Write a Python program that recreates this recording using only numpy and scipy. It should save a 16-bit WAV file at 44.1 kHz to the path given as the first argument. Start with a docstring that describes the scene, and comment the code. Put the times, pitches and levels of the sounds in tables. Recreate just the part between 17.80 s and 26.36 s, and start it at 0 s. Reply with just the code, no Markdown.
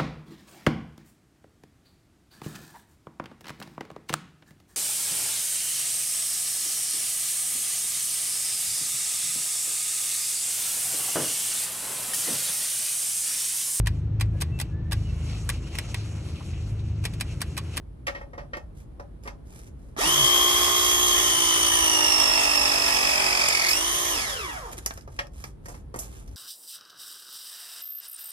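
"""Over a basement's low rumble, a battery press tool is seated on a copper fitting: jaws knock and
ring, gloves rub, the housing clicks. The motor spins up and drives a piston pump through whining gears,
with a low groan as the pump primes. As the jaws bite, the speed sags and lurches with each stroke.
The relief valve opens with a hiss, the motor races free, is cut and coasts to rest.
Last come more clicks, rubs and knocks as the tool is handled."""
import sys
import numpy as np
from scipy import signal
from scipy.fft import rfft, irfft, next_fast_len
from scipy.io import wavfile
from scipy.ndimage import uniform_filter1d

SR = 44100
rng = np.random.default_rng(int(sys.argv[2]) if len(sys.argv) > 2 else 0)


def persist_wave(psi):
    """Save psi, clipped to +-1, as 16-bit WAV."""
    counts = np.round(np.clip(psi, -1, 1) * 32767).astype(np.int16)
    wavfile.write(sys.argv[1], SR, np.atleast_2d(counts).T)


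N = 377496
T = np.arange(N) / SR
# The motor starts, the jaws meet the fitting, the relief valve opens, the motor is cut.
START_S, CONTACT_S, RELEASE_S, CUT_S = 2.174, 2.7, 5.895, 6.305
TEETH, TURNS_PER_STROKE = 9, 5.895
STROKE_SCATTER = 0.18  # relative spread in the strength of the piston's knocks


def amp(db):
    """Amplitude grows tenfold for every 20 dB."""
    return 10 ** (np.asarray(db) / 20)


def unit(x):
    """Normalisation to an rms of 1."""
    return x / np.sqrt(np.mean(x ** 2) + 1e-20)


def since(s):
    """Elapsed time in seconds from the moment s; 0 before it."""
    return np.maximum(T - s, 0)


def read(points, hz):
    """Interpolation of a spectrum on a logarithmic frequency axis."""
    f, value = np.transpose(points)
    return np.interp(np.log(hz + 1), np.log(f + 1), value)


def curves(rows):
    """Linear interpolation of each column of a time table, sample by sample."""
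    s, *columns = np.transpose(rows)
    return [np.interp(T, s, column) for column in columns]


def colour(x, points):
    """Filtering as spectral multiplication; each point is a frequency in Hz and a gain in dB."""
    size = next_fast_len(x.shape[-1] + 2048)
    gain = amp(read(points, np.fft.rfftfreq(size, 1 / SR)))
    return irfft(rfft(x, size) * gain, size)[..., :x.shape[-1]]


def wander(hz):
    """Random modulation of rms 1, with hz new values a second."""
    points = rng.standard_normal(N // 16)
    return unit(np.interp(T * hz, np.arange(len(points)), points))


def add(mix, s, sound):
    """Superposition of a sound on the mix, starting at s seconds."""
    part = mix[max(round(s * SR), 0):][:len(sound)]
    part += sound[:len(part)]


# Spectrum of the room noise before its bass is shaped. Each row: frequency in Hz, gain in dB.
RUMBLE_SPECTRUM = [(12, -39), (20, -2.5), (78, 1), (135, -12.5), (223, -21), (294, -23), (525, -31.5),
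                   (733, -38), (889, -39.5), (2220, -53), (2850, -56.5), (3090, -55.5), (6910, -66),
                   (10500, -58), (15000, -80.5)]
# Course of the rumble. Each row: time in seconds, level in dB.
RUMBLE_LEVEL = [(0, -43), (3.5, -42), (5.3, -47.5), (6.5, -44.5), (7.6, -43), (8.3, -41.5)]
# A steady high tone. Each row: frequency in Hz, rms level in dB.
STEADY_TONE = [(10352, -95)]


def rumble(side_db=-17):
    """Coherence at long wavelengths: the building rumbles alike in both ears, with faint hiss and tone."""
    bass_shape = [(22, -26.0), (32, -6.5), (44, 3.5), (62, 1.0), (80, -6.0), (140, 3.0)]
    mid, side = colour(colour(rng.standard_normal((2, N)), RUMBLE_SPECTRUM), bass_shape)
    side = colour(side, [(60, side_db), (150, -8.5), (500, 0.5), (2000, 0.0)])
    (level_db,) = curves(RUMBLE_LEVEL)
    air = np.array([mid + side, mid - side]) / np.std(mid) * amp(level_db)
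    return air + sum(amp(db) * np.sqrt(2) * np.sin(2 * np.pi * hz * T) for hz, db in STEADY_TONE)


# Reverberation of the basement. Each row: frequency in Hz, time to fall 60 dB in seconds.
ROOM_T60 = [(150, 0.02), (600, 0.3153), (2000, 0.12), (6000, 0.19), (14000, 0.13)]
# How alike left and right sound in each band: wide below 5.5 kHz, narrowing to one point near 12 kHz.
# Each row: frequency in Hz, likeness from 0 to 1.
STEREO_LIKENESS = [(250, 0.034), (600, 0), (5500, 0), (7000, 0.31), (9000, 0.76), (12000, 1),
                   (14000, 0.014)]


def echo(x):
    """Reverberation: dense reflections from walls and ceiling die away exponentially in each band."""
    t = np.arange(SR // 2) / SR
    reflections = rng.standard_normal((2, len(t))) * (rng.random((2, len(t))) < .07) * (t > .002)
    hz, s, (left, right) = signal.stft(reflections, SR, nperseg=256)
    likeness = np.clip(read(STEREO_LIKENESS, hz), 0, 1)[:, None]
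    right = likeness * left + np.sqrt(1 - likeness ** 2) * right
    decay = amp(-60 * s / read(ROOM_T60, hz)[:, None])
    _, tail = signal.istft(np.array([left, right]) * decay, SR, nperseg=256)
    tail /= np.linalg.norm(tail, axis=1, keepdims=True)
    return signal.oaconvolve(x[None], tail, axes=1)[:, :N]


# The tool's balance. Each row: frequency in Hz, left minus right level in dB before scaling by aside.
LEVEL_DIFFERENCE = [(60, -9.5), (110, -7), (200, -9.5), (380, -2.5), (1050, -5), (1350, 1.5), (2300, 1.5),
                    (3200, 6), (4100, -4.5), (5400, -18), (6600, -7), (8500, -2), (10500, -0.5)]
# Phase between the microphones. Each row: frequency in Hz, lead of the left in radians at facing 1.
PHASE_DIFFERENCE = [(480, 0), (800, -2.5), (1130, -1.2), (1450, -3.1), (2200, -3.7), (3200, -4.3),
                    (3800, -5.7), (5300, -8.3), (6000, -9.9), (7000, -9.4), (8200, -9.1), (9200, -8.4),
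                    (11200, -6.3), (12200, -6.2), (14000, -3.9)]
# Response of both microphones. Each row: frequency in Hz, gain in dB.
MIC_RESPONSE = [(400, -0.5), (650, 0), (1000, 0.2), (1300, 0), (1650, 2.27), (2100, 1.37), (3200, 0.97),
                (4000, 0), (5400, -1), (6300, 0.87), (7700, 4.08), (8600, 2.5), (9500, 0.23), (11200, -2.5),
                (14000, -1)]


def basement(x, wet_db, facing=1, aside=0.61, tails=1, sway_hz=5, shadow_hz=7000):
    """Direct and reverberant sound add; differences of phase and level place the source.
    Facing 1 (right) delays the left channel; -1 (left) advances it."""
    shares = np.exp([wander(sway_hz) for _ in range(tails)])  # hand sway shifts the echo among tails
    wet = sum(echo(x * share) for share in shares / np.linalg.norm(shares, axis=0))
    left, right = (x + amp(wet_db) * wet) / np.hypot(1, amp(wet_db))
    size = next_fast_len(N + 2048)
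    hz = np.fft.rfftfreq(size, 1 / SR)
    # Above shadow_hz the microphone's casing alone sets how the phase runs on.
    phase = read(PHASE_DIFFERENCE, hz) + (facing - 1) * read(PHASE_DIFFERENCE, np.minimum(hz, shadow_hz))
    lean = amp(aside * read(LEVEL_DIFFERENCE, hz) / 2)
    spectra = np.array([rfft(left, size) * lean * np.exp(1j * phase), rfft(right, size) / lean])
    return irfft(spectra * amp(read(MIC_RESPONSE, hz)), size)[:, :N]


# Gloves and sleeves on the tool. Each row: start in seconds, length in seconds, relative level in dB.
GLOVE_SLIDES = [(0.943, 0.11, -59.5), (1.423, 0.064, -56), (1.647, 0.24, -53.5), (1.863, 0.038, -58),
                (1.94, 0.24, -69.5), (6.91, 0.037, -41), (6.925, 0.34, -55.5), (6.967, 0.032, -39),
                (7.284, 0.18, -56), (7.514, 0.21, -52), (7.826, 0.2, -55.5), (8.15, 0.15, -48.5),
                (8.255, 0.2, -53.5), (8.432, 0.15, -61.5)]
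# Spectrum of rubbing fabric. Each row: frequency in Hz, relative level in dB.
FABRIC_SPECTRUM = [(500, 0.5), (1500, -3), (3200, -7), (4500, -10), (8000, -4), (10200, -4.5), (13000, -12),
                   (15000, -11)]


def gloves(gain_db=1, grain=0.7):
    """Stick-slip friction: fabric catches in fine grains, and each slide swells and fades in one arch."""
    envelope = np.zeros(N)
    for s, length, db in GLOVE_SLIDES:
        add(envelope, s, amp(db) * np.sin(np.pi * np.arange(0, length, 1 / SR) / length))
    friction = rng.standard_normal(N) * np.exp(grain * np.tanh(wander(600)))
    return amp(gain_db) * envelope * unit(colour(friction, FABRIC_SPECTRUM))


def blow(low_db, middle_db, high_db, t60, attack_s=0.00021):
    """Modal overlap: an impact's dense, damped modes merge into decaying noise, shaped in three bands."""
    t = np.arange(8192) / SR
    spectrum = [(120, low_db - 10.5), (380, low_db - 3.5), (700, low_db),
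                (1550, (low_db + middle_db) / 2 - 0.5),
                (2300, middle_db), (3100, middle_db - 7.5), (3900, middle_db - 10.5),
                (5200, (middle_db + high_db) / 2 + 0.5), (7500, high_db - 3.5), (13000, high_db - 7.0)]
    noise = colour(rng.standard_normal(len(t)), spectrum)
    return noise * amp(-60 * t / t60) * np.minimum(t / attack_s, 1)


# Clicks of housing and trigger. Each row: start in seconds, relative levels of the low, middle and
# high bands in dB, time to fall 60 dB in seconds.
HOUSING_CLICKS = [(1.4364, -60, -60, -63, 0.027), (2.165, -34.5, -54, -69, 0.065),
                  (5.686, -48, -42, -27, 0.02), (7.061, -35, -37, -30, 0.031),
                  (7.108, -36.5, -44, -64, 0.033), (7.138, -59, -67, -52, 0.028),
                  (7.175, -43, -53, -57, 0.041), (7.21, -67, -55.5, -64, 0.025),
                  (7.276, -41, -66, -72, 0.061), (7.469, -58, -58, -63, 0.02),
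                  (7.64, -42, -45, -49.5, 0.033), (8.189, -48, -69, -41, 0.16),
                  (8.478, -59, -63, -65, 0.033)]


def clicks(click_db=20, snap_db=3):
    """Heavy damping: the plastic housing gives a snap of contact and a short click with no pitch."""
    out = np.zeros(N)
    for s, low_db, middle_db, high_db, t60 in HOUSING_CLICKS:
        add(out, s, amp(click_db) * blow(low_db, middle_db, high_db, t60))
        add(out, s, amp(high_db + snap_db) * rng.standard_normal(100) * np.hanning(100))
    return out


# Jaws striking the fitting. Each row: start in seconds, relative levels of the low, middle and high
# bands and of the ring in dB, ring's tilt in dB per octave, blow's time to fall 60 dB in seconds.
JAW_KNOCKS = [(0.268, -35, -29, -40, -28.5, 0, 0.063), (0.28, -25.5, -28.5, -66, -42, -7, 0.086),
              (0.348, -37, -46, -67, -33.5, 1, 0.22), (0.41, -40, -62, -70, -40, -5, 0.12),
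              (0.532, -36, -57, -74, -43, -5.5, 0.098), (0.578, -32, -48.5, -68, -37, -5, 0.17),
              (0.733, -32.5, -39.5, -64, -32, 2, 0.12), (0.768, -26, -44, -55, -42, -3, 0.058),
              (1.197, -31, -52.5, -66, -46, -14, 0.084), (1.454, -33.5, -54, -72, -44, -5, 0.1),
              (1.474, -31.5, -38.5, -53, -46.5, -1, 0.082), (7.389, -26.5, -25, -44.5, -29.5, 0.5, 0.059),
              (7.857, -37, -48, -47, -50, -3, 0.057), (7.883, -35.5, -54, -48, -54, -1, 0.14),
              (7.942, -41, -53, -61, -60, 2, 0.097), (8.141, -25, -44.5, -50, -46, -4, 0.054),
              (8.159, -27, -60, -40, -49, 0, 0.06)]
# Modes of jaws and pipe. Each row: frequency in Hz, relative level in dB, time to fall 60 dB in seconds.
METAL_MODES = [(556.2, 6, 0.31), (588, 0, 0.3), (724, 7, 0.14), (839, 7, 0.12), (1053, -5, 0.11),
               (1142, 3.5, 0.11), (1305, 7.5, 0.1), (1835, 13, 0.11), (1886, 16.5, 0.082), (2144, 9, 0.12),
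               (2320, -3, 0.078), (2575, 6, 0.12), (2930, -6, 0.14), (3130, 0, 0.12), (3214, -2, 0.17),
               (3400, -9, 0.09), (4230, -25, 0.091), (5240, -20, 0.053)]


def jaws(blow_db=13.0, ring_db=-0.5, scatter_db=3, pivot_hz=1800):
    """Free vibration: jaws and copper pipe ring after a knock; where it lands decides each mode's share."""
    out, t = np.zeros(N), np.arange(SR // 2) / SR
    for s, low_db, middle_db, high_db, metal_db, tilt_db, t60 in JAW_KNOCKS:
        ring = np.zeros(len(t))
        for hz, db, mode_t60 in METAL_MODES:
            mode_db = db + tilt_db * np.log2(hz / pivot_hz) + scatter_db * (2 * rng.random() - 1)
            ring += amp(mode_db - 60 * t / mode_t60) * np.sin(2 * np.pi * (hz * t + rng.random()))
        add(out, s, amp(metal_db + ring_db) * ring / np.std(ring[:800]) * np.minimum(t / 0.0071, 1))
        add(out, s, amp(blow_db) * blow(low_db, middle_db, high_db, t60, attack_s=0.00164))
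    return out


def valve(hiss_db=-22.0, t60=0.47, attack_s=0.0062):
    """Jet noise: oil spurts through the relief valve, and the hiss fades as the pressure drops."""
    t = since(RELEASE_S - 0.015)
    spray = unit(colour(rng.standard_normal(N), [(500, -25), (3500, -14), (7500, 12), (13000, 11.5)]))
    return amp(hiss_db - 60 * t / t60) * np.minimum(t / attack_s, 1) * spray


# The pump priming. Each row: time in seconds, frequency in Hz, rms level in dB.
PRIMING_GLIDE = [(2.23, 209, -65.5), (2.27, 167, -39), (2.33, 146, -46.5), (2.40, 145, -35.5),
                 (2.45, 128, -31.5), (2.49, 120, -76)]


def groan(fade_s=0.0091):
    """A glide, its phase the integral of frequency: a short tone falls as the oil starts to move."""
    hz, db = curves(PRIMING_GLIDE)
    start, end = PRIMING_GLIDE[0][0], PRIMING_GLIDE[-1][0]
    gate = np.clip(np.minimum(T - start, end - T) / fade_s, 0, 1)
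    return amp(db) * np.sqrt(2) * np.sin(2 * np.pi * np.cumsum(hz) / SR) * gate


# The speed the motor can hold as the jaws squeeze. Each row: time in seconds, speed in turns a second.
HELD_SPEED = [(2.35, 350), (2.55, 352.5), (3.24, 354.3), (3.38, 349.6), (3.53, 339.5), (3.96, 333.6),
              (4.32, 307.3), (4.82, 289.4), (5.3, 278.4), (5.68, 266), (5.85, 251)]


def motor(spin_up_s=0.036, recover_s=0.078, coast_s=0.455, dump_s=0.065):
    """Inertia and load: the motor spins up, sags, recovers on release, then coasts against friction."""
    free_speed, loaded_speed, open_speed, dry_friction = 356, 252, 348, 76  # turns a second
    (held,) = curves(HELD_SPEED)
    speed = held * (1 - np.exp(-since(START_S) / spin_up_s))
    speed = open_speed + (speed - open_speed) * np.exp(-since(RELEASE_S) / recover_s)
    speed = np.maximum((speed + dry_friction) * np.exp(-since(CUT_S) / coast_s) - dry_friction, 0)
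    opened = 1 - np.exp(-since(RELEASE_S) / dump_s)
    load = (free_speed - held) / (free_speed - loaded_speed) * (1 - opened)
    slowed_db = 20 * np.log10(np.where(T > CUT_S, speed / open_speed, 1) + 1e-4)
    return speed, load, opened, slowed_db


def shaft(speed, load, flutter=0.00145, lurch_depth=0.078, stumble=0.05):
    """Periodic loading slows the motor in each stroke; gives running counts of turns and strokes."""
    strokes = np.cumsum(speed) / SR / TURNS_PER_STROKE
    lurch = lurch_depth * np.clip(load, 0, 1) ** 1.4
    ripple = lurch * (stumble * wander(120) - np.sin(2 * np.pi * strokes)) + flutter * wander(200)
    return np.cumsum(speed * (1 + ripple)) / SR, strokes


def beats(strokes, scatter):
    """An impulse train: one pulse of random strength for each stroke."""
    return np.diff(np.floor(strokes), prepend=0) * (1 + scatter * rng.standard_normal(N))


def thud(load, strokes, level_db=-48):
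    """Reaction force: under pressure each stroke shoves the whole tool."""
    response = [(70, -14), (140, 5.0), (200, -35.5), (340, 12.0), (500, -22.0), (1500, -59.5)]
    shove = colour(beats(strokes, 2 * STROKE_SCATTER), response)
    return amp(level_db) * unit(shove) * np.clip(2 * load, 0, 1) ** 2


def hum(speed, turns, strokes, level_db, third_db=-7, body_hz=430, half_width_hz=130, body_db=-40,
        inrush_db=-26, inrush_s=0.049):
    """Rotating unbalance: the shaft hums, and its third order sweeps through the body's resonance."""
    throb = 1 + 0.45 * np.cos(2 * np.pi * strokes) + 0.12 * wander(53)
    first = amp(level_db) * np.clip(speed / 300, 0, 1) ** 6
    detuning = (3 * speed - body_hz) / half_width_hz
    resonance = amp(body_db) / np.hypot(1, detuning) * np.clip(speed / 115, 0, 1) ** 4
    torque = 1 + np.clip(np.gradient(speed) * SR / 1000, 0, 2)  # greatest while speeding up
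    # The starting current makes the motor growl.
    inrush = amp(inrush_db) * np.clip(speed / 120, 0, 1) ** 2 * np.exp(-since(START_S) / inrush_s)
    third = first * amp(third_db) + resonance * torque + inrush
    return throb * (first * np.cos(2 * np.pi * turns) + third * np.cos(2 * np.pi * 3 * turns))


# Spectrum of tooth and bearing impacts. Each row: frequency in Hz, relative level in dB.
IMPACT_SPECTRUM = [(100, -26), (220, -4.5), (400, -1), (900, -5.5), (1250, 1.5), (1550, -2), (2000, 5.5),
                   (2550, -2.5), (3400, 6.5), (4150, -2), (5500, 3.5), (7700, -2), (9500, 3), (14500, -6)]


def rattle(speed, load, strokes, level_db, gain_db=2, grain=0.44, dull_db=-3, fizz_db=-5):
    """Impact noise: countless small hits pulse with the crank, fizzy at full speed, duller when slow."""
    pulsing = (0.11 + 0.22 * load) * np.cos(2 * np.pi * strokes)
    impacts = rng.standard_normal(N) * np.exp(grain * wander(2500) + pulsing)
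    bright = unit(colour(impacts, IMPACT_SPECTRUM))
    dull = unit(colour(impacts, [(150, -29.0), (400, -4.0), (1300, 6.0), (2500, -10.5), (6000, -52.5)]))
    fizz = unit(colour(rng.standard_normal(N), [(6000, -33.5), (10000, -16), (12800, 12), (14500, -4.5)]))
    pace = np.clip(speed / 355, 0, 1)
    blend = bright + amp(dull_db) * dull * (1 - pace) + amp(fizz_db) * fizz * pace ** 14
    return amp(level_db + gain_db) * blend


# The housing's response to the piston. Each row: frequency in Hz, relative gain in dB.
HOUSING_RESPONSE = [(100, -25), (150, -25), (220, -17), (320, -10.5), (390, 7.5), (490, -9.5), (590, 6),
                    (740, 5), (850, 7.5), (950, 1), (1060, -4), (1250, -11), (1450, -13.5), (1680, -15.5),
                    (1900, -1.5), (2200, -1.5), (3200, -8.5), (4500, -34), (9000, -34.5)]


def pump(speed, load, strokes, level_db, gain_db=-3, t60=0.087, idle_db=-5):
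    """Impulse response: each knock of the piston rings the housing, harder against pressure."""
    pulses = beats(strokes, STROKE_SCATTER)
    t = np.arange(4096) / SR
    # Only the phase of a decaying noise is kept, so none of the dense modes sticks out.
    phase = np.angle(rfft(rng.standard_normal(len(t)) * amp(-60 * t / t60)))
    ring = colour(irfft(np.exp(1j * phase)), HOUSING_RESPONSE)
    knocks = signal.oaconvolve(pulses, ring)[:N]
    softer_db = idle_db * np.clip(1 - 2 * load, 0, 1)
    return amp(level_db + gain_db + softer_db) * knocks / np.std(knocks[speed > 200])


def slow_gear(speed, load, turns, strokes, level_db, gain_db=-1, load_swing_rad=5.65, order=19):
    """Phase modulation: the crank gear growls, its tooth rate swinging each stroke, wider under load."""
    response = [(450, -13.5), (590, 5.5), (720, -4.5), (880, 6), (1170, 5), (1300, -1), (1450, -10.5)]
    crank = 2 * np.pi * strokes
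    wobble = 0.84 * np.sin(2 * crank) + 0.62 * wander(200)
    mesh = order * crank + (1 + load_swing_rad * load) * np.sin(crank) + wobble
    force = unit(np.exp(0.57 * np.cos(crank - 0.95) + .15 * wander(150)))
    teeth = colour(force * np.cos(mesh), response)
    # Load brings out an overtone that sags with the motor.
    overtone_phase = 2 * np.pi * 2 * (order - 1) * turns / TURNS_PER_STROKE + 2 * wobble
    overtone = amp(-12 + 14 * load) * force * np.cos(overtone_phase)
    return amp(level_db + gain_db) * (teeth + overtone) * np.clip(speed / 250, 0, 1) ** 3


# Modes of the gear casing. Each row: frequency in Hz, bandwidth in Hz, gain in dB.
CASING_RESONANCES = [(5420, 170, -1), (4800, 160, -6), (2460, 120, -8)]


def casing(x):
    """Resonance: the gear casing adds its ring whenever a tone sweeps across one of its modes."""
    return x + sum(amp(db) * signal.lfilter(*signal.iirpeak(hz, hz / width, SR), x)
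                   for hz, width, db in CASING_RESONANCES)


# How well the gearbox radiates a tooth tone. Each row: frequency in Hz, gain in dB.
GEARBOX_RESPONSE = [(450, -17), (1200, -14.5), (1600, -23.5), (2150, -19.5), (2500, -25), (2800, -22.5),
                    (2980, -25.5), (3170, -23), (3300, -22.5), (3900, -28), (4100, -32), (4450, -33.5),
                    (4750, -31), (5050, -25.5), (5250, -26), (5500, -27.5), (5750, -29), (6050, -29.5),
                    (6400, -26), (7400, -32.5), (8250, -32), (9050, -20.5), (9550, -36.5), (11000, -37),
                    (12700, -32)]


def fast_gear(load, turns, strokes, level_db, tone_db, octave_db, eccentric_rad=0.61, slack_rad=0.15,
              jitter_rad=0.42, scuff_db=-30):
    """Modulation sidebands: the crank presses the meshing teeth together once a stroke.
    Load makes them chatter, so the whistle at the tooth rate turns to a rasp."""
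    crank = 2 * np.pi * strokes
    squeeze = ((.35 + np.minimum(load, .7)) * np.cos(crank) - .22 * load * np.cos(2 * crank)
               + .2 * (1 - load) * np.cos(3 * crank))
    force = np.exp(squeeze + .13 * wander(300))
    force /= np.sqrt(uniform_filter1d(force ** 2, size=8192))  # holds the running rms at 1
    runout = np.sin(crank) + .5 * np.sin(2 * crank) + 0.45 * np.sin(3 * crank)
    mesh = 2 * np.pi * TEETH * turns + eccentric_rad * (1 - load) * runout + slack_rad * wander(500)
    strain = np.sqrt(np.clip(load, 0, 1))
    jitter = jitter_rad * strain * wander(400)
    chatter = unit(np.exp(.7 * strain * np.cos(4 * crank + .4 * wander(90))))
    before_contact = (1 - np.tanh((T - CONTACT_S) / 0.07)) / 2
    harmonics = [amp(3 * before_contact + tone_db) * chatter, amp(2.47 + octave_db), amp(-1),
                 amp(-6 - 25 * load)]  # only a lightly loaded gear sings the fourth
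    mellow_db = -0.5 * np.minimum(since(CUT_S) / 0.043, 1)  # undriven teeth meet softly
    whine = sum(gain * amp(k * mellow_db) * np.cos(k * mesh + jitter / k)
                for k, gain in enumerate(harmonics, 1))
    scrape = force ** 2 * rng.standard_normal(N)  # hard-pressed teeth scuff and ring the casing
    scuff = amp(scuff_db) * load * unit(casing(scrape) - scrape)
    radiated = casing(colour(force * whine, GEARBOX_RESPONSE)) + scuff
    return amp(level_db) * radiated * np.minimum(since(START_S) / 0.15, 1)


# Each part's level over the cycle. Each law: relative level running light in dB, dB added at full
# pressure, dB added with the valve open, dB of level per dB of speed while coasting.
WHINE_LEVELS = (-0.5, -2.5, -5, 1.2)
HUM_LEVELS = (-31.5, -10, -5.5, 1)
PUMP_LEVELS = (-31, -1, -2.5, 4)
GROWL_LEVELS = (-33.5, -8, -6.5, 3)
RATTLE_LEVELS = (-27, -4, -3, 1.33)
# Slow swells. 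Each row: time in seconds, then gains in dB of the tooth tone, of its octave, and of
# the pump and slow gear together.
LEVEL_SWELLS = [(2.3, 1, -2.5, 0.5), (2.8, 1, -6.5, 1.5), (3.25, 1, -0.5, -1), (3.7, 0.5, -0.5, -2.5),
                (4.1, 1.5, 3, 0), (4.42, -3, 3, 3.5), (4.62, -0.5, -1.5, 3), (5.0, -3.5, 0, 1),
                (5.32, -1.5, -2, 2.5), (5.6, -1, 0, 2.5), (5.9, -1, 2, -3.5), (6.1, -2, -0.5, 1)]


def scene(kick_db=6, kick_s=0.013, early_s=0.0088):
    """Superposition: the parts driven by one motor and the handling noises add in a reverberant room."""
    speed, load, opened, slowed_db = motor()
    turns, strokes = shaft(speed, load)
    laws = WHINE_LEVELS, HUM_LEVELS, PUMP_LEVELS, GROWL_LEVELS, RATTLE_LEVELS
    whine_db, hum_db, pump_db, growl_db, rattle_db = (
        light + pressed * load + released * opened + coasting * slowed_db
        for light, pressed, released, coasting in laws)
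    tone_db, octave_db, stroke_db = curves(LEVEL_SWELLS)
    jolt_db = kick_db * np.exp(-since(START_S + kick_s) / kick_s)  # the first strokes jolt the housing
    running = np.minimum(since(START_S - early_s) / 0.045, 1)  # gears take up slack just before turning
    low = running * (hum(speed, turns, strokes, hum_db) + thud(load, strokes)) + groan()
    whine = fast_gear(load, turns, strokes, whine_db, tone_db, octave_db)
    growl = running * slow_gear(speed, load, turns, strokes, growl_db + stroke_db)
    piston = running * pump(speed, load, strokes, pump_db + jolt_db + stroke_db)
    clatter = running * rattle(speed, load, strokes, rattle_db) + valve()
    return (basement(low, wet_db=-7.0)
            + basement(whine + growl, wet_db=-5.5)
            + basement(piston, wet_db=-1.0, aside=0.79, tails=2)
            + basement(clatter, wet_db=6.0, aside=0.56, tails=4)
            + basement(jaws(), wet_db=-7.5, facing=-1.07, aside=0.63)
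            + basement(clicks() + gloves(), wet_db=-7.5, aside=0.79)
            + rumble())


def record(dry):
    """Band limiting: a linear-phase low-pass filter removes the treble above 14.4 kHz."""
    lowpass = signal.firwin(255, 14400, window=("kaiser", 9), fs=SR)
    return signal.oaconvolve(dry, lowpass[None], "same")


dry = scene()
out = record(dry)
persist_wave(out)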